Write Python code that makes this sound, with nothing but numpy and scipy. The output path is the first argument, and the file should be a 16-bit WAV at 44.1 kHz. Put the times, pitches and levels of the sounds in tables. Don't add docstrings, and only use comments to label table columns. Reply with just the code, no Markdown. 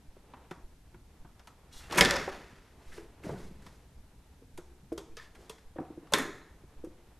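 import sys
import numpy as np
from scipy import signal
from scipy.fft import rfft, irfft, next_fast_len
from scipy.io import wavfile
from scipy.ndimage import map_coordinates

SR = 44100
rng = np.random.default_rng(int(sys.argv[2]) if len(sys.argv) > 2 else 0)


def volts_from_decibels(level):
    exponent = np.asarray(level, float) / 20
    return 10 ** exponent


def materialize(psi):
    bounded = np.clip(np.atleast_2d(psi).T, -1, 1)
    quanta = np.round(bounded * 32767).astype(np.int16)
    wavfile.write(sys.argv[1], SR, quanta)


N = 317368

# [f/Hz, level/dB per Hz]
WHIRR = [(120, -37), (200, -14.5), (281, -8.5), (409, -6.5), (446, -6.5), (566, -11), (889, -10.5),
         (1130, -15), (4000, -28), (5200, -47), (8800, -120)]
# [f/Hz, level/dB per Hz]
RUMBLE = [(7.1, -34.5), (12, -8.5), (27, -6.5), (65, -2), (97, -11.5), (128, -11), (145, -12.5),
          (177, -16.5), (300, -19), (390, -43.5), (660, -120)]


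def unit(x):
    return x / np.sqrt(np.mean(x ** 2) + 1e-20)


def along(points, hz):
    f, value = np.transpose(points)
    return np.interp(np.log(hz + 1), np.log(f + 1), value)


def curves(rows):
    s, *columns = np.transpose(rows)
    return [np.interp(np.arange(N) / SR, s, column, -120, -120) for column in columns]


def wobble(rate):
    coarse = np.arange(0, N + 32, 32)
    knots = rng.standard_normal(int(N * rate / SR) + 4)
    smooth = map_coordinates(knots, [coarse * rate / SR])
    return np.interp(np.arange(N), coarse, smooth)


def swell(s, rise, fall):
    since = np.arange(N) / SR - s
    return -20 * np.maximum(since / fall, -since / rise)


def filtered(x, response):
    m = next_fast_len(x.shape[-1] + 8192)
    spectrum = rfft(x, m) * response(np.fft.rfftfreq(m, 1 / SR))
    return irfft(spectrum, m)[..., :x.shape[-1]]


def noise(spectrum):
    return unit(filtered(rng.standard_normal(N), lambda hz: volts_from_decibels(along(spectrum, hz))))


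def modes(table, gains):
    def response(f):
        total = 0
        for k, ((hz, width, db), gain) in enumerate(zip(table, gains)):
            peak = 1j * f * width / (hz * hz - f * f + 1j * f * width)
            total = total + (-1) ** k * volts_from_decibels(db + gain) * peak
        return total
    return response


def body(scatter_db, detune=.012):
    # [f/Hz, width/Hz, level/dB]
    resonances = [(730, 23, -0.5), (970, 50, -5), (1240, 20, -9.5), (1420, 6.7, -12), (1850, 15, 9.5),
                  (1910, 1100, -1.5), (2200, 370, -2), (2197, 120, -10.5), (2728, 45, -2),
                  (3350, 150, -9.5), (3700, 70, 3), (4250, 44, -4.5), (4960, 130, 4), (5500, 180, -14.5),
                  (6916, 200, -20), (3080, 24000, -4.5)]
    chance = rng.normal(0, scatter_db, len(resonances))
    shifted = [(hz * (1 + detune * c), width, db) for (hz, width, db), c in zip(resonances, chance[::-1])]
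    return modes(shifted, chance)


def split(x):
    borders = [600, 1300, 2600, 6000, 16000]
    filters = [signal.butter(3, borders[k:k + 2], "band", fs=SR, output="sos") for k in range(4)]
    return [signal.sosfilt(sos, x) for sos in filters]


def room(count=8, gap=.004):
    # [f/Hz, t60/s]
    decay = [(100, 1), (700, 0.51), (2000, 0.25), (5000, 0.46), (12000, 0.21)]
    hz, t = np.fft.rfftfreq(256, 1 / SR), np.arange(180) * 128 / SR
    a, b = rng.standard_normal((2, count, len(hz), len(t)))
    fading = (a + 1j * b) * volts_from_decibels(-60 * t / along(decay, hz)[:, None])
    tails = signal.istft(fading, SR, nperseg=256)[1]
    return iter([np.pad(tail / np.linalg.norm(tail), (int(gap * SR), 0)) for tail in tails] * 20)


def add(out, s, x, sent, tail):
    wet = signal.fftconvolve(sent, tail)
    out[round(s * SR):][:len(x)] += x
    out[round(s * SR):][:len(wet)] += wet


def drive():
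    # [f/Hz, level/dB rms]
    tones = [(60, -72), (183, -72), (447, -80), (900, -83.5), (1000, -89)]
    # [t/s, level/dB]
    load = [(0, -2.5), (.44, 5), (.7, -3), (1.28, -1.5), (1.78, 2.5), (2.6, 0), (2.85, 3), (3.2, 6),
            (3.8, 0.5), (4.3, -1.5), (4.9, -1.5), (5.25, 1.5), (5.8, 1), (6.23, 9), (6.5, 3), (6.87, 0),
            (7.2, 3)]
    # [t/s, rise/s, fall/s, level/dB]
    shudder = [
        (2.07, .14, 0.19, -43),
        (3.4, 0.35, 0.55, -58),
    ]
    load_db, = curves(load)
    t = np.arange(N) / SR
    hum = 0
    for hz, db in tones:
        level = volts_from_decibels(db - 3.5 + 2.8 * wobble(15))
        hum = hum + level * np.sin(2 * np.pi * hz * t + 2.8 * wobble(1.8))
    whirr = volts_from_decibels(-68 + load_db + 1.2 * wobble(12.0) + 1.6 * wobble(50)) * noise(WHIRR)
    floor = volts_from_decibels(-58.5 - .2 * load_db)
    floor = floor + sum(volts_from_decibels(db + swell(s, rise, fall)) for s, rise, fall, db in shudder)
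    return whirr + floor * volts_from_decibels(2.0 * wobble(27)) * noise(RUMBLE) + hum


def electronics():
    # [f/Hz, level/dB per Hz]
    hiss = [(880, -27.5), (1500, -6), (1640, -6.5), (2990, -9.5), (3530, -9), (9790, -12), (13500, -14)]
    own = 0
    for spectrum, db in [(hiss, -72.0), (WHIRR, -78), (RUMBLE, -83)]:
        own = own + volts_from_decibels(db) * np.array([noise(spectrum), noise(spectrum)])
    return volts_from_decibels(-74.5) * noise(hiss) + own


def offset(rise=.005, fall=.012, block_hz=1.2):
    # [level/dB, length/s]
    steps = [(-38, 0.018), (-38, 0.022), (-44, 0.032), (-41.5, .025), (-41.5, 0.015), (-43, 0.074),
             (-42.5, 0.08), (-46.5, 0.038), (-45, 0.071), (-43.5, 0.07), (-44.5, 0.035), (-47, 0.075),
             (-44.5, 0.081)]
    first_s, period_s = .088, .557
    elapsed = np.maximum(np.arange(N) / SR - first_s + rise, 0)
    turn, since = np.divmod(elapsed, period_s)
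    db, length = np.array(steps)[turn.astype(int)].T
    fade = np.exp(-np.maximum(since - length + fall, 0) / fall)
    pulses = volts_from_decibels(db) * (1 - np.exp(-since / rise)) * fade
    return filtered(pulses, lambda f: 1j * f / (block_hz + 1j * f))


def knocks(wet_db=-14, ratio=1.39, third_db=-20):
    # [t/s, peak level/dB, f/Hz, t60/s]
    cabinet = [(0.163, -51.5, 375, 0.069), (0.338, -46, 248, 0.049), (0.511, -30, 366, 0.036),
               (0.941, -48, 350, 0.086), (1.247, -44.5, 142, 0.04), (1.247, -47.5, 330, 0.055),
               (4.416, -50, 261, 0.071), (4.582, -36, 355, 0.083), (4.833, -50, 132, 0.098),
               (4.975, -40.5, 402.4, 0.17), (5.169, -46, 460, 0.098), (5.389, -51, 394, 0.067),
               (5.497, -36, 443, 0.055), (5.8, -24.5, 300, 0.046), (5.812, -28, 330, 0.044),
               (5.902, -32, 326, 0.049), (5.975, -29.5, 332, 0.039), (6.027, -41.5, 307, 0.066),
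               (6.121, -31.5, 563, 0.12), (6.137, -23, 412, 0.061), (6.196, -25, 271, 0.067),
               (6.25, -36, 330, 0.1), (6.634, -47, 364, 0.051), (6.868, -32.5, 344, 0.043),
               (6.288, -39.5, 290, 0.073)]
    # [t/s, peak level/dB, f/Hz, t60/s]
    landing = [(1.912, -40, 340, 0.18), (1.985, -35, 176.8, 0.47), (2.0, -47, 32.8, 0.56),
               (2.005, -19.5, 576, 0.093), (2.049, -25, 230, 0.1), (2.073, -32, 445, 0.023),
               (2.105, -42, 347, 0.13), (2.139, -31, 522, 0.18), (2.2755, -24.5, 558, 0.04),
               (2.329, -41, 372, 0.094), (2.528, -45, 140, 0.06)]
    # [t/s, peak level/dB, f/Hz, t60/s]
    weight = [(2.98, -40.5, 415, 0.14), (3.03, -54, 420, 0.082), (3.242, -36.5, 306, 0.078),
              (3.268, -30, 190, 0.052), (3.293, -24.5, 480, 0.024), (3.302, -38.5, 144.5, 0.36),
              (3.329, -33, 174, 0.072), (3.367, -44, 139, 0.06), (3.451, -44, 187, 0.086),
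              (3.511, -43.5, 181.5, 0.07), (3.661, -49.5, 183, 0.12)]
    # [t/s, peak level/dB, f/Hz, t60/s]
    panels = [(0.167, -50, 586, 0.021), (1.981, -25, 975, 0.14), (2.009, -21, 460, 0.09),
              (2.012, -23, 183, 0.093), (2.012, -29, 994, .08), (2.109, -31, 566, 0.23),
              (2.151, -36.5, 988, .15), (4.9196, -28.5, 330.6, 0.12), (4.9195, -33, 456, 0.12),
              (4.9195, -35.5, 620, .045), (5.7597, -40.5, 330, 0.089), (5.7595, -37, 542, .04),
              (5.7848, -34.5, 304, .12), (5.7845, -34.5, 523, 0.085), (2.98, -47.5, 447, 0.18),
              (3.3, -44, 183, 0.8), (4.582, -50, 622, 0.095), (6.141, -33, 312, 0.17),
              (6.8386, -35, 324, 0.12), (6.838, -35, 490, 0.044), (.512, -45.5, 171, 0.15),
              (4.42, -54.5, 469.6, 0.12), (5.787, -40, 148.6, 0.11), (2.276, -33, 383, 0.11),
              (2.199, -40, 419, 0.16), (6.171, -34, 430, 0.088), (6.225, -37, 458, 0.08),
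              (6.275, -40.5, 400, 0.066), (2.985, -45.5, 340, 0.18), (3.345, -37, 190, .12),
              (3.266, -40, 620, .05), (3.322, -39, 420, .07), (3.336, -43, 720, .06), (3.59, -48, 200, .12),
              (6.29, -38, 390, .06)]
    # [t60/s, upper mode level/dB at 330 Hz, floor board level/dB]
    pushes = [
        (0.011, -6.5, -11),
        (0.014, -4, -18),
        (0.0062, -17, -16),
        (0.004, -31, -28.5),
    ]
    out, t, tails = np.zeros(N + 2 * SR), np.arange(SR // 4) / SR, room()

    def tone(hz):
        return np.sin(2 * np.pi * hz * t)

    for rows, (push, middle_db, under_db) in zip([cabinet, landing, weight, panels], pushes):
        rise = (1 - volts_from_decibels(-60 * t / max(push, .001))) ** 2
        for s, db, hz, t60 in rows:
            t60 = max(t60, .01)
            upper_db = middle_db - 4.5 * np.log2(hz / 330)
            upper = tone(ratio * hz) + volts_from_decibels(third_db) * tone(2.9 * hz)
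            ring = tone(hz) + volts_from_decibels(upper_db - 30 * t / t60) * upper + volts_from_decibels(under_db) * tone(165)
            ring = -volts_from_decibels(db + 2.0 - 60 * t / t60) * rise * ring
            add(out, s, ring, volts_from_decibels(wet_db) * ring, next(tails))
    return out[:N]


def contacts(wet_db=-7, chatter_db=-9):
    # [t/s, peak level/dB, plate level/dB, ring level/dB, edge level/dB]
    cams = [(0.166, -70, 6, -15, -14), (0.3352, -47.5, 3, -15, -23), (0.5095, -41, 4.5, -6, -14.5),
            (0.9434, -56.5, 3, -26, -27), (1.2466, -59, 9, -22, -22), (1.3934, -54, 0.5, -2, -12),
            (1.4716, -47.5, 1.5, -1, -4), (4.575, -44.5, -0.5, -3.5, -3), (4.9205, -52, 1.5, -8, -10),
            (4.977, -42.5, 2, 3, 0.5), (5.1691, -45, -9, 0, -7.5), (5.495, -48.5, 5.5, 8.5, 5.5),
            (5.5822, -54, -18, -2, -11), (5.7627, -53, 5, -32, -26), (5.784, -50, 12, -29, -35),
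            (5.7995, -50.5, -8, -14, -21), (5.8499, -58, 7, -26.5, -21), (6.0697, -54, 1.5, -7.5, -21),
            (6.1216, -37, 5, -2.5, -4), (6.1364, -21, -12.5, 0, -9), (6.1836, -30, 0, -8, -3),
            (6.8452, -56.5, 6, -2, -2.5)]
    # [t/s, peak level/dB, plate level/dB, ring level/dB, edge level/dB]
    disc = [
        (1.91, -36.5, -2, -9, -22),
        (1.9494, -39, -3, -1.5, -16.5),
        (1.9582, -34, 3, -7, -10.5),
        (1.9845, -14, -6.5, -7, -8),
        (1.9905, -16, -7.5, -9.5, -5.5),
        (2.0092, -14, -13, 2, -7),
        (2.0498, -22.5, -7.5, 1, -13),
        (2.1092, -24, -32, 0, -11),
        (2.165, -24, -5, -9, -30),
        (2.2775, -34, 3.5, -18, -29),
    ]
    # [t/s, peak level/dB, plate level/dB, ring level/dB, edge level/dB]
    taps = [
        (2.9784, -45.5, -2, -15, -16),
        (3.236, -43, -7, -35, -13.5),
        (3.2922, -45.5, 7.5, -24, -25),
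        (3.6226, -54, -10, -14, -7.5),
        (3.664, -46.5, -2.5, -5, -7.5),
    ]
    # [t/s, peak level/dB, plate level/dB, ring level/dB, edge level/dB]
    scrapes = [
        (1.9214, -35, 4, 0, -8),
        (1.9752, -32, -9, 10, 5.5),
        (2.9166, -47.5, -9, -18, -21.5),
        (5.3478, -48.5, -7, -7.5, -12),
    ]
    # [t60/s, extra level/dB, rise/s]
    chatter = [
        (0.055, 5, .001),
        (0.029, -2, 0.00015),
        (0.046, 3, 0),
        (0.07, 14.5, .005),
    ]
    # [f/Hz, level/dB]
    around = [(2400, 1.5), (2950, -11), (3400, 1), (4400, -4), (6500, 1), (13000, -1.5)]
    out, t, tails = np.zeros(N + 2 * SR), np.arange(SR // 5) / SR, room()
    blow = 1. * (t == 0)
    even = [p / np.linalg.norm(p) for p in split(filtered(blow, body(scatter_db=0)))]
    even = filtered(np.roll(even, 300, axis=1), lambda f: volts_from_decibels(along(around, f)))[:, 200:]
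    for rows, (t60, extra_db, rise) in zip([cams, disc, taps, scrapes], chatter):
        for s, db, plate_db, ring_db, edge_db in rows:
            hard_db = .42 * (db + 45)
            fade_db = chatter_db + extra_db - hard_db - 60 * t / np.clip(t60, .002, .15)
            force = blow + rng.standard_normal(len(t)) * volts_from_decibels(fade_db)
            force = force * np.minimum(1, (t + 1 / SR) / max(rise, 1 / SR))
            levels = db + np.array([plate_db, 0, ring_db + 4.0, edge_db + 10.0])
            ranges = split(filtered(force, body(scatter_db=2.5)))
            parts = [volts_from_decibels(level) * p / np.abs(p).max() for level, p in zip(levels, ranges)]
            sent = sum(np.linalg.norm(p) * e for p, e in zip(parts, even))
            add(out, s, sum(parts), volts_from_decibels(wet_db) * sent, next(tails))
    return out[:N]


def rings(wet_db=-8):
    # [t/s, peak level/dB, f/Hz, t60/s]
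    parts = [(.337, -39.5, 984, 0.084), (1.984, -3.5, 2200, 0.015), (2.010, -6, 2200, 0.057),
             (2.014, -18, 1776, 0.45), (2.0094, -9, 3350, 0.03), (2.010, -12.5, 5280, 0.038),
             (2.110, -25, 5370, 0.014), (2.278, -22.5, 770, 0.051), (4.979, -39, 3250, 0.057),
             (5.17, -41, 1755, 0.24), (5.498, -40, 3350, 0.059), (5.7905, -27, 754, 0.051),
             (6.137, -17, 1044, 0.1), (6.138, -45.5, 1790, 0.34), (6.137, -10, 3610, 0.019),
             (6.139, -23.5, 4250, 0.11), (6.139, -36, 3300, 0.1), (6.138, -24, 2250, 0.1),
             (1.83, -50.5, 2750, .4), (1.984, -18, 1600, .034), (2.069, -24, 1770, .2),
             (2.1586, -18, 5400, 0.011), (2.165, -18.5, 5640, 0.0089), (2.29, -50, 7600, .012),
             (5.198, -38, 1790, .08), (5.58, -51, 2100, .04), (6.185, -26, 1850, .1),
             (2.058, -12, 3530, .015), (2.1097, -26, 4530, .012), (2.279, -31, 950, 0.052),
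             (3.3, -32.5, 895, 0.039), (3.36, -44, 1506, 0.1), (2.1096, -13.5, 6000, .005),
             (6.137, -7, 1500, 0.0074), (6.1367, -9.5, 3400, 0.0096), (5.785, -37.5, 1700, .03),
             (5.83, -39, 766, .08), (3.295, -45, 1610, .03), (5.175, -46, 1270, 0.18),
             (5.26, -53, 1714, .2), (2.02, -19, 780, .1), (6.184, -30, 10300, .03), (.946, -50, 1420, .06),
             (1.248, -45, 1500, .025), (1.474, -42, 1300, .04), (5.121, -57, 2450, .05),
             (5.185, -45, 2250, .03), (5.171, -43, 6100, .06), (5.171, -45, 4900, .1),
             (6.139, -19, 1850, .12)]
    out, t, tails = np.zeros(N + 2 * SR), np.arange(SR // 2) / SR, room()
    for s, db, hz, t60 in parts:
        pair = np.sin(2 * np.pi * hz * t) + .5 * np.sin(2 * np.pi * 0.975 * hz * t)
        ring = volts_from_decibels(db - 9.5 - 60 * t / max(t60, .004)) * pair
        add(out, s, ring, volts_from_decibels(wet_db) * ring, next(tails))
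    return out[:N]


def cracks(broad=1.5):
    # [t/s, peak level/dB, centre f/Hz, t60/s]
    touches = [(.337, -48, 1300, .04), (.511, -42, 1400, .04), (.944, -54, 1100, .03),
               (1.394, -54, 3200, .02), (1.9015, -47, 6000, .015), (1.9105, -36, 2200, .04),
               (1.9218, -36, 4000, .04), (1.9487, -35, 6000, .015), (1.9577, -32, 5000, .03),
               (1.9745, -25, 6000, .05), (2.0089, -7, 2800, .014), (2.0493, -17, 3200, .01),
               (2.0575, -20, 3300, .008), (2.1089, -14, 3600, .008), (2.1655, -30, 4500, .008),
               (2.289, -47, 7000, .01), (4.5755, -46, 5000, .02), (4.927, -50, 6000, .06),
               (5.169, -37, 3500, .012), (5.229, -52, 4500, .012), (5.4955, -43, 7000, .04),
               (6.1218, -38, 10000, .03), (6.1363, -11, 3300, .012), (6.138, -22, 6000, .07),
               (6.1836, -36, 10500, .03), (6.845, -57, 6500, .05)]
    out, t = np.zeros(N), np.arange(SR // 20) / SR
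    spits = rng.standard_normal((len(touches), len(t)))
    for (s, db, hz, t60), spit in zip(touches, spits):
        push = (np.sign(spit) + .4 * spit) * volts_from_decibels(-60 * t / max(t60, .002))
        edge = filtered(push, lambda f: modes([(hz, broad * hz, 0)], [0])(f) ** 2)
        out[round(s * SR):][:len(t)] += volts_from_decibels(db) * edge / np.abs(edge).max()
    return out


def rattle(density=4000, spread_db=1.8):
    # [t/s, level/dB]
    slide = [
        (1.712, -70),
        (1.75, -60),
        (1.80, -59.5),
        (1.88, -58.5),
        (1.9, -60),
    ]
    # [t/s, level/dB]
    rock = [
        (1.899, -48),
        (1.914, -45),
        (1.967, -35.5),
        (1.985, -29),
        (2.08, -31),
        (2.296, -47.5),
        (2.418, -55.5),
        (2.752, -73),
    ]
    # [t/s, level/dB]
    buzz = [
        (6.139, -30.5),
        (6.17, -38),
        (6.208, -41),
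        (6.46, -71),
        (6.65, -87.5),
    ]
    # [t/s, level/dB]
    tremble = [
        (5.17, -55),
        (5.2, -58),
        (5.235, -61),
        (5.33, -76),
    ]
    # [cabinet level/dB, ring level/dB, edge level/dB, dulling/dB per s]
    colours = [
        (-10, -2, -5, -30),
        (-2.5, -7, -11, 4.5),
        (-1.5, -12, -3, -9.5),
        (-20, 2, -3, -15),
    ]
    # [f/Hz, level/dB per Hz]
    under = [(59, -34.5), (100, -9.5), (291, -7), (328, -8), (374, -5), (562, -9), (700, -9.5), (910, -40),
             (1540, -120)]
    hits = rng.random(N) < density / SR
    taps = hits * rng.standard_normal(N) * volts_from_decibels(spread_db * wobble(80))
    plate, deck, ring, edge = split(filtered(taps, body(scatter_db=1.5)))
    thud, out = noise(under) * volts_from_decibels(1.1 * wobble(40)), 0
    for rows, (cabinet_db, ring_db, edge_db, dulls_db) in zip([slide, rock, buzz, tremble], colours):
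        rattle_db, = curves(rows)
        dull_db = dulls_db * np.clip(np.arange(N) / SR - rows[0][0], 0, 1)
        bright = volts_from_decibels(dull_db) * (volts_from_decibels(ring_db) * unit(ring) + volts_from_decibels(edge_db) * unit(edge))
        out = out + volts_from_decibels(rattle_db - 0.5) * (unit(plate + deck) + volts_from_decibels(cabinet_db) * thud + bright)
    return out


def shiver(rise=.002, sing_rise=.01, blur=2.8):
    # [f/Hz, width/Hz, level/dB]
    spindle = [(2860, 29, -1), (3370, 31, 0), (3820, 46, 0), (4180, 36, -1), (5600, 86, -3), (6200, 88, -6),
               (6750, 32, -3), (7700, 39, -4), (8700, 110, -8), (9230, 53, -7), (10400, 57, -8),
               (11800, 49, -11)]
    # [f/Hz, width/Hz, level/dB]
    linkage = [(1048, 35, -3.5), (1270, 40, 1.5), (1780, 140, -0.5), (2290, 34, -4.5), (3400, 160, -15),
               (4230, 140, -13), (4900, 73, -16), (5740, 120, -17), (6400, 150, -14), (7120, 200, -14)]
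    # [t/s, fall/s, level/dB]
    sing = [
        (1.729, .13, -56),
        (1.772, .12, -62),
        (1.905, .1, -58),
    ]
    # [t/s, fall/s, level/dB]
    shivers = [
        (2.012, 0.29, -32.5),
        (5.175, 0.15, -56),
        (5.498, 0.1, -58),
        (6.139, 0.22, -34),
    ]

    def steel(table):
        response = modes([(hz, blur * width, db / 2) for hz, width, db in table], np.zeros(len(table)))
        return unit(filtered(rng.standard_normal(N), lambda f: response(f) ** 2))

    song = sum(volts_from_decibels(db + swell(s, sing_rise, fall)) for s, fall, db in sing)
    levers = sum(volts_from_decibels(db + swell(s, rise, fall)) for s, fall, db in shivers)
    return song * steel(spindle) + levers * steel(linkage)


def scuff():
    # [f/Hz, level/dB per Hz]
    colour = [(1500, -25), (2600, -8), (3500, 0), (7500, -3), (10000, -7), (13500, -11)]
    # [t/s, rise/s, fall/s, level/dB]
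    rub = [
        (1.73, .012, .2, -57),
        (1.775, .03, .2, -61),
    ]
    pressure = sum(volts_from_decibels(db + swell(s, rise, fall)) for s, rise, fall, db in rub)
    return pressure * volts_from_decibels(1.5 * wobble(90)) * noise(colour)


def shuffle():
    # [f/Hz, level/dB per Hz]
    cloth_colour = [(710, -47), (1200, -6), (2120, -3.5), (2410, -8), (5770, -10), (10500, -16),
                    (13500, -21)]
    # [f/Hz, level/dB per Hz]
    board_colour = [(18, -38), (30, 3.5), (108, -8.5), (150, -3), (266, -3), (298, -24), (333, 1),
                    (2160, -25), (2500, -35), (3250, -73), (5500, -120)]
    # [t/s, rise/s, fall/s, hiss level/dB, board level/dB]
    drags = [
        (2.975, .2, 0.12, -56.5, -45.5),
        (3.249, 0.025, 0.18, -55, -34.5),
        (3.297, 0.025, 0.1, -80, -30),
        (3.405, 0.074, 0.19, -59.5, -44.5),
        (3.66, 0.065, 0.28, -64, -50),
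        (5.42, .08, 0.22, -64.5, -46),
    ]
    hiss, board = 0, 0
    for s, rise, fall, hiss_db, board_db in drags:
        pressure_db = swell(s, rise, fall)
        hiss = hiss + volts_from_decibels(pressure_db + hiss_db)
        board = board + volts_from_decibels(pressure_db + board_db)
    cloth = hiss * volts_from_decibels(1.2 * wobble(70)) * noise(cloth_colour)
    return cloth + board * volts_from_decibels(-10.5 + 1.8 * wobble(40)) * noise(board_colour)


def scene():
    player = contacts() + rings() + rattle() + shiver()
    player = filtered(player, lambda f: 1 / (1 + 1j * f / 9000) ** 2)
    return np.tile(player + knocks() + shuffle() + drive() + cracks() + scuff(), (2, 1))


def band_limit(x):
    return signal.sosfilt(signal.butter(12, 14480, fs=SR, output="sos"), x)


def record(dry):
    x = dry + electronics() + offset()
    x = filtered(x, lambda f: 1 / np.sqrt(1 + (f / 13250) ** 100))
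    return band_limit(x)


dry = scene()
out = record(dry)
materialize(out)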